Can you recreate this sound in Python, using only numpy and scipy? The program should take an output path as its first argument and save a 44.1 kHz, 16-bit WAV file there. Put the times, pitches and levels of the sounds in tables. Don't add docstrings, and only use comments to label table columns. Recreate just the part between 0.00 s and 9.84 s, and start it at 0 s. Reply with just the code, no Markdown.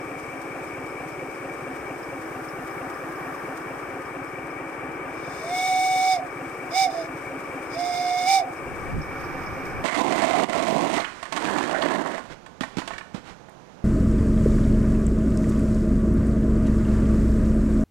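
import sys
import numpy as np
from scipy import signal
from scipy.fft import rfft, irfft, next_fast_len
from scipy.io import wavfile
from scipy.ndimage import uniform_filter1d, map_coordinates

SR = 44100
rng = np.random.default_rng(int(sys.argv[2]) if len(sys.argv) > 2 else 0)


def transcribe(signal):
    frames = np.atleast_2d(signal).T
    limited = np.clip(frames, -1, 1)
    pcm = np.round(limited * 32767).astype(np.int16)
    wavfile.write(sys.argv[1], SR, pcm)


N = 433944
TIME_S = np.arange(N) / SR


def amp(db):
    return 10 ** (np.asarray(db) / 20)


def unit(x):
    return x / np.sqrt(np.mean(x ** 2) + 1e-20)


def along(points, hz):
    freqs_hz, values = np.transpose(points)
    return np.interp(np.log(hz + 1), np.log(freqs_hz + 1), values)


def curves(rows):
    times_s, *columns = np.transpose(rows)
    return [np.interp(TIME_S, times_s, column) for column in columns]


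def wobble(rate_hz):
    return map_coordinates(rng.standard_normal(int(N * rate_hz / SR) + 4), [TIME_S * rate_hz])


def ramp(start_s, length_s):
    return np.clip((TIME_S - start_s) / max(length_s, 1 / SR), 0, 1)


def swell(centre_s, half_s):
    return np.exp(-((TIME_S - centre_s) / half_s) ** 2)


def bursts(events, decay_s):
    return sum(amp(db) * (TIME_S > s) * np.exp(-np.abs(TIME_S - s) / decay_s) for s, db in events)


def stroke(turn, place_turns, half_turns, scatter_db):
    cycle = np.round(turn - place_turns)
    size = amp(scatter_db * rng.standard_normal(64))
    return size[cycle.astype(int)] * np.exp(-((turn - place_turns - cycle) / half_turns) ** 2)


def filtered(x, response):
    size = next_fast_len(N + SR // 2)
    return irfft(rfft(x, size) * response(np.fft.rfftfreq(size, 1 / SR)), size)[..., :N]


def coloured(x, spectrum):
    return unit(filtered(x, lambda hz: amp(along(spectrum, hz))))


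def resonant(x, peaks):
    def response(f):
        gains = (amp(db) / (1 + ((f - hz) / (0.71 * width_hz)) ** 2) for hz, width_hz, db in peaks)
        return np.sqrt(sum(gain ** 2 for gain in gains))
    return filtered(x, response)


def stereo_noise(correlation):
    mid, side = rng.standard_normal((2, N))
    angle = np.arccos(correlation) / 2
    return np.cos(angle) * mid + np.sin(angle) * np.array([side, -side])


def panned(side_db):
    gains = amp(np.array([[0.5], [-0.5]]) * side_db)
    return gains / np.sqrt(np.mean(gains ** 2, axis=0))


def breeze(calm_db=-64, breeze_db=-40.5):
    # centre_s, half_s, level_db
    gusts = [(8.965, .055, -27.5), (9.84, 0.11, -38)]
    # freq_hz, density_db
    buffet = [(15, -5), (50, -3), (100, -1), (200, -6.5), (400, -17), (1500, -77)]
    strength = amp(calm_db) + amp(breeze_db) * ramp(start_s=8.55, length_s=0.15)
    strength += sum(amp(db) * swell(centre_s, half_s) for centre_s, half_s, db in gusts)
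    lumps = amp(1.7 * np.array([wobble(22), wobble(22)]) + wobble(4.1))
    return strength * unit(lumps * coloured(stereo_noise(0.11), buffet))


def garden(x):
    # freq_hz, t60_s
    decay = [(200, 0.19), (800, 0.39), (3000, 0.12), (12000, 0.071)]
    hz, age_s, bins = signal.stft(rng.standard_normal((2, SR // 2)), SR, nperseg=256)
    tail = signal.istft(bins * amp(-60 * age_s / along(decay, hz)[:, None]), SR, nperseg=256)[1]
    tail = np.pad(tail / np.linalg.norm(tail[0]), ((0, 0), (SR // 60, 0)))
    return signal.fftconvolve(x, tail, axes=1)[:, :N]


def walls(x, fence_s=0.0555, house_s=0.1, cutoff_hz=1400):
    def response(hz):
        fence = amp(-16) * np.exp(-2j * np.pi * hz * fence_s)
        house = amp(-23.5) * np.exp(-2j * np.pi * hz * house_s)
        return (fence + house) / (1 + (hz / cutoff_hz) ** 4)
    return filtered(x, response)


def fittings(level_db):
    level = amp(level_db + 0.6 * wobble(20))
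    return level * unit(resonant(stereo_noise(0.19), [(11000, 2800, 0), (14800, 1000, -2)]))


def leak(turn, level_db, side_db, place_turns=0.83):
    # freq_hz, density_db
    spectrum = [(1500, -15), (3600, 0.5), (4200, -4), (5300, 5), (6500, 0.5), (7500, -0.5), (8400, 6),
                (10000, -5.5), (13500, -5), (14900, -3.5), (15800, -31.5)]
    # freq_hz, side_db
    balance = [(4000, -2.5), (5300, -7), (6400, -1), (8300, 17), (10000, 7.5), (13500, -1)]
    # start_s, level_db
    loud_spits = [(0.415, -52), (2.6733, -54), (2.8993, -53.5), (3.5728, -53), (9.654, -53)]
    surge = stroke(turn, place_turns, half_turns=0.053, scatter_db=2.5)
    shade_db = -3.5 * swell(centre_s=4.75, half_s=0.86)
    flow = amp(level_db + shade_db + 0.44 * wobble(23)) * (1 + 0.32 * surge)
    spits_s = np.interp(np.arange(int(turn[-1])) + place_turns, turn, TIME_S)
    small_spits = zip(spits_s, rng.normal(-63.5, 3, len(spits_s)))
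    flow += bursts([*loud_spits, *small_spits], decay_s=0.0067)
    hiss = coloured(stereo_noise(0.075), spectrum)
    hiss = unit(filtered(hiss, lambda hz: panned(along(balance, hz))))
    return flow * hiss * panned(side_db - 6)


def fire(turn, roar_db, box_db, side_db, door_shut_s=2.4):
    # freq_hz, width_hz, gain_db
    flue = [(276, 21.4, -5.5), (319.6, 37, -1.5), (373, 73, -3.5), (450, 58, -6), (540.5, 52, -5)]
    # freq_hz, width_hz, gain_db
    tubes = [(769, 57, 0), (960, 310, -7.5), (1193, 135, -0.5), (1593, 440, -5), (1874, 120, -10)]
    # freq_hz, width_hz, gain_db
    firebox = [(2250, 75, 2.5), (2321, 77, 3), (2445, 184, -7)]
    # freq_hz, density_db
    spectrum = [(20, -35), (60, -1), (130, -10), (205, -1), (300, -0.5), (620, 2.5), (1300, -1),
                (2000, -9.5), (2650, -14), (3200, -19), (3800, -41), (6000, -60)]
    points = SR // 5
    cyclic = np.interp(turn % 1 * points, np.arange(points), rng.standard_normal(points))
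    door_db = -2 * (1 - ramp(door_shut_s, 0.56))
    rumble = amp(-39.5 + 0.5 * wobble(7.9)) * unit(resonant(stereo_noise(1) + 0.79 * cyclic, flue))
    roar_level = amp(roar_db + door_db + 0.55 * wobble(5))
    roar = roar_level * unit(resonant(stereo_noise(0.38) + 0.43 * cyclic, tubes))
    box = amp(box_db + 0.39 * wobble(30)) * unit(resonant(stereo_noise(0.68) + 0.9 * cyclic, firebox))
    draught = amp(-40 + 0.6 * wobble(2.95)) * coloured(stereo_noise(0.6), spectrum)
    return rumble + (roar + box) * panned(side_db - 1) + draught * panned(0.38)


def crank():
    # time_s, angle_turns
    progress = [(0.008, 0), (1.574, 7), (2.712, 12), (4.508, 20), (5.401, 24), (7.214, 32), (9.024, 40)]
    times_s, turns = np.transpose(progress)
    speed_hz = (turns[-1] - turns[0]) / (times_s[-1] - times_s[0])
    return speed_hz * TIME_S + np.interp(TIME_S, times_s, turns - speed_hz * times_s)


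def loose_rod(turn, floor_db=-59, ring_hz=5290):
    # start_s, level_db
    clinks = [(2.0283, -57.5), (2.4857, -50), (2.9382, -57.5), (9.0154, -44), (9.2399, -49.5),
              (9.4629, -46.5)]
    touches = amp(floor_db) * stroke(turn, place_turns=0.016, half_turns=0.049, scatter_db=1.5)
    ring = unit(resonant(stereo_noise(0.4), [(ring_hz, 360, 0)]))
    return (touches + bursts(clinks, decay_s=0.017)) * panned(-9) * ring


def rods_and_wheels(turn, side_db):
    # place_turns, half_turns, freq_hz, width_hz, relative_db
    modes = [(.58, 0.14, 270, 14, -39.5), (0.81, 0.31, 326, 16, -44.5), (.38, 0.16, 388, 30, -45.5),
             (0.442, 0.054, 527, 30, -37.5), (0.464, 0.02, 710, 60, -36.5), (0.627, 0.034, 750, 60, -37.5),
             (0.13, 0.13, 1180, 120, -45), (0.87, 0.046, 1160, 120, -47), (0.316, 0.034, 2270, 160, -39),
             (0.47, 0.028, 2700, 340, -49.5)]
    high_pan = panned(side_db)
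    churn = np.zeros((2, N))
    for place_turns, half_turns, hz, width_hz, db in modes:
        ring = np.sin(2 * np.pi * hz * TIME_S + 0.8 * wobble(width_hz))
        knock = amp(db + 2.5) * stroke(turn, place_turns, half_turns, scatter_db=1) * ring
        churn += knock if hz < 1000 else knock * high_pan
    return churn


def chuffs(turn, chimney_hz=143, thump_s=0.0071, puff_s=0.016, jitter_s=0.00088):
    # place_turns, relative_db
    beats = [(.0, -2), (0.256, 2), (0.482, 2.5), (.73, 2)]
    thumps, puffs = np.zeros((2, N))
    cycles = np.arange(-1, 46)
    for place_turns, db in beats:
        nearest = np.round(turn - place_turns).astype(int) + 1
        beats_s = np.interp(cycles + place_turns, turn, TIME_S, left=-1, right=N)
        beats_s += rng.normal(0, jitter_s, len(cycles))
        age_s = TIME_S - beats_s[nearest]
        size = amp(db + rng.normal(0, 1.2, len(cycles)))[nearest]
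        thumps += size * np.exp(-(age_s / thump_s) ** 2) * np.sin(2 * np.pi * chimney_hz * age_s)
        puffs += size * np.exp(-(age_s / puff_s) ** 2)
    breath = unit(resonant(stereo_noise(1), [(134, 100, 0)]))
    return amp(-39.5) * thumps + amp(-53) * puffs * breath


def whistle_valve(shut_s=0.11, settle_s=0.05):
    # start_s, rise_s, end_s, pressure_ratio, creep_per_s, weep_lead_s,
    # lock_delay_s, unlocked_db
    pulls = [(5.38, .24, 6.16, .817, .04, .33, .31, -7.5), (5.92, 0.151, 6.224, .855, 0, .02, .14, -3),
             (6.7, .085, 6.925, 0.94, 0, 0, .06, -10), (6.89, .08, 7.085, .39, 0, 0.0093, .07, -4),
             (7.73, .08, 8.4, .61, .22, .04, 0.54, -2.5), (8.2, .11, 8.455, .995, 0, .02, .07, -6)]
    states = []
    for start_s, rise_s, end_s, pressure, creep_per_s, weep_lead_s, lock_delay_s, unlocked_db in pulls:
        held = np.sin(np.pi / 2 * (1 - ramp(end_s - shut_s, shut_s)))
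        supply = np.maximum(pressure + creep_per_s * (TIME_S - start_s - rise_s), 0)
        push = np.sin(np.pi / 2 * ramp(start_s, rise_s)) * supply
        opening = ramp(start_s - weep_lead_s, weep_lead_s + rise_s / 4)
        unlocked = 1 - ramp(start_s + lock_delay_s - settle_s / 2, settle_s)
        lock_gain = amp(unlocked_db * unlocked) * (TIME_S > start_s) * (TIME_S < end_s)
        states.append([push * held, opening * held, lock_gain])
    return np.max(states, axis=0)


def jet_hiss(pressure, opening, phase, side_db, weep_db=-46.5, jet_db=-22.5):
    # freq_hz, width_hz, left_db, right_db
    peaks = [(761, 94, 5.5, 10), (2210, 143, 5, 5), (2850, 98, -4.5, -4), (3614, 146, -2.5, 6),
             (4210, 260, -17, -0.5), (5040, 320, -13, 2), (5500, 290, -2.5, 2.5), (6140, 670, -8, -1.5),
             (7050, 510, -7, -8), (8420, 590, -1.5, -30), (11900, 600, -13, -23)]
    # freq_hz, density_db
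    spray = [(300, -39), (1200, 1), (3000, -7), (5500, 1.5), (7500, -4.5), (9500, -5.5), (12000, -7.5),
             (15000, -5), (15800, -12)]
    jet = stereo_noise(0.59)
    left = resonant(jet[0], [(hz, width_hz, db) for hz, width_hz, db, _ in peaks])
    right = resonant(jet[1], [(hz, width_hz, db) for hz, width_hz, _, db in peaks])
    steam = amp(1) * unit(np.array([left, right])) + amp(-10) * coloured(stereo_noise(0.14), spray)
    shrill = unit(resonant(stereo_noise(0.54), [(5005, 130, 0)]))
    beam = amp(-9 - 1.26 * (side_db + 3)) * panned(-19) * shrill
    flutter = 1 + 0.17 * np.sin(phase)
    flow = amp(weep_db) * opening + amp(jet_db) * pressure ** 5.35
    return flow * amp(-0.27 * side_db + 0.96 * wobble(50)) * flutter * (steam + beam)


def whistle(base_hz=600, rise_hz=178, speak_pressure=0.22, overblow_pressure=0.73):
    # time_s, side_db
    bearing = [(5.55, -2), (5.95, -0.5), (6.12, -5.5), (6.8, -7), (8.18, -7.5), (8.35, -6)]
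    side_db, = curves(bearing)
    pressure, opening, lock_gain = whistle_valve()
    pitch_hz = base_hz + rise_hz * pressure
    speaks = 1 - np.exp(-(pressure / speak_pressure) ** 4)
    tone_db = -7.5 - 26.5 * (1 - pressure) + 20 * np.log10(lock_gain + 1e-6)
    unsteady = np.clip((-12 - tone_db) / 12, 0.12, 1)
    waver = 1 + 0.0059 * unsteady * wobble(110) + 0.00042 * wobble(30)
    phase = 2 * np.pi * np.cumsum(pitch_hz * waver) / SR
    tone = speaks * amp(tone_db + 2 * unsteady * wobble(70)) * np.sin(phase)
    overblown = speaks * amp(-21) / (1 + np.exp((overblow_pressure - pressure) / 0.069))
    third = overblown * amp(0.3 * wobble(80)) * np.sin(3 * phase)
    fifth = overblown * amp(-11.5 + 2.7 * wobble(150)) * np.sin(4.9 * phase + 1.9 * wobble(170))
    breath = jet_hiss(pressure, opening, phase, side_db) + fifth * panned(-10.5)
    return tone * panned(side_db) + third * panned(1.2) + breath * panned(side_db + 5.5)


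def scene():
    # time_s, raised_ratio, back_ratio
    moves = [(1.4, 0, 0.03), (2.3, 0.8, 0), (3.3, 0.93, 0.13), (4.2, 0.2, 0), (8.75, 0, 0.07),
             (9.3, 0.44, 1), (9.84, .2, .7)]
    raised, back = curves(moves)
    roar_db = -39 + 1.8 * raised + 3.204 * back
    box_db = -43 - 5 * raised + 3 * back
    leak_db = -54.5 - 0.22 * raised + 2 * back
    fizz_db = -73.5 + 15.4 * raised + 2 * back
    side_db = 9 - 2 * raised - 9 * back
    turn = crank()
    engine = chuffs(turn) + rods_and_wheels(turn, side_db) + loose_rod(turn)
    boiler = fire(turn, roar_db, box_db, side_db) + leak(turn, leak_db, side_db) + fittings(fizz_db)
    blasts = whistle()
    lead_s = np.array([[1], [-1]]) / SR
    direct = filtered(engine + boiler + blasts, lambda hz: np.exp(2j * np.pi * hz * lead_s))
    return direct + amp(-18) * garden(blasts) + walls(blasts) + breeze()


def record(dry, threshold_db=-32, slope=0.31, release_s=0.124, top_hz=15750):
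    power = np.abs(uniform_filter1d(np.mean(dry ** 2, axis=0), size=700))
    cut_db = slope * np.maximum(10 * np.log10(power + 1e-12) - threshold_db, 0)
    fade = TIME_S / release_s
    held_db = np.exp(np.maximum.accumulate(np.log(cut_db + 1e-6) + fade) - fade)
    return filtered(dry * amp(-held_db), lambda hz: hz < top_hz)


dry = scene()
out = record(dry)
transcribe(out)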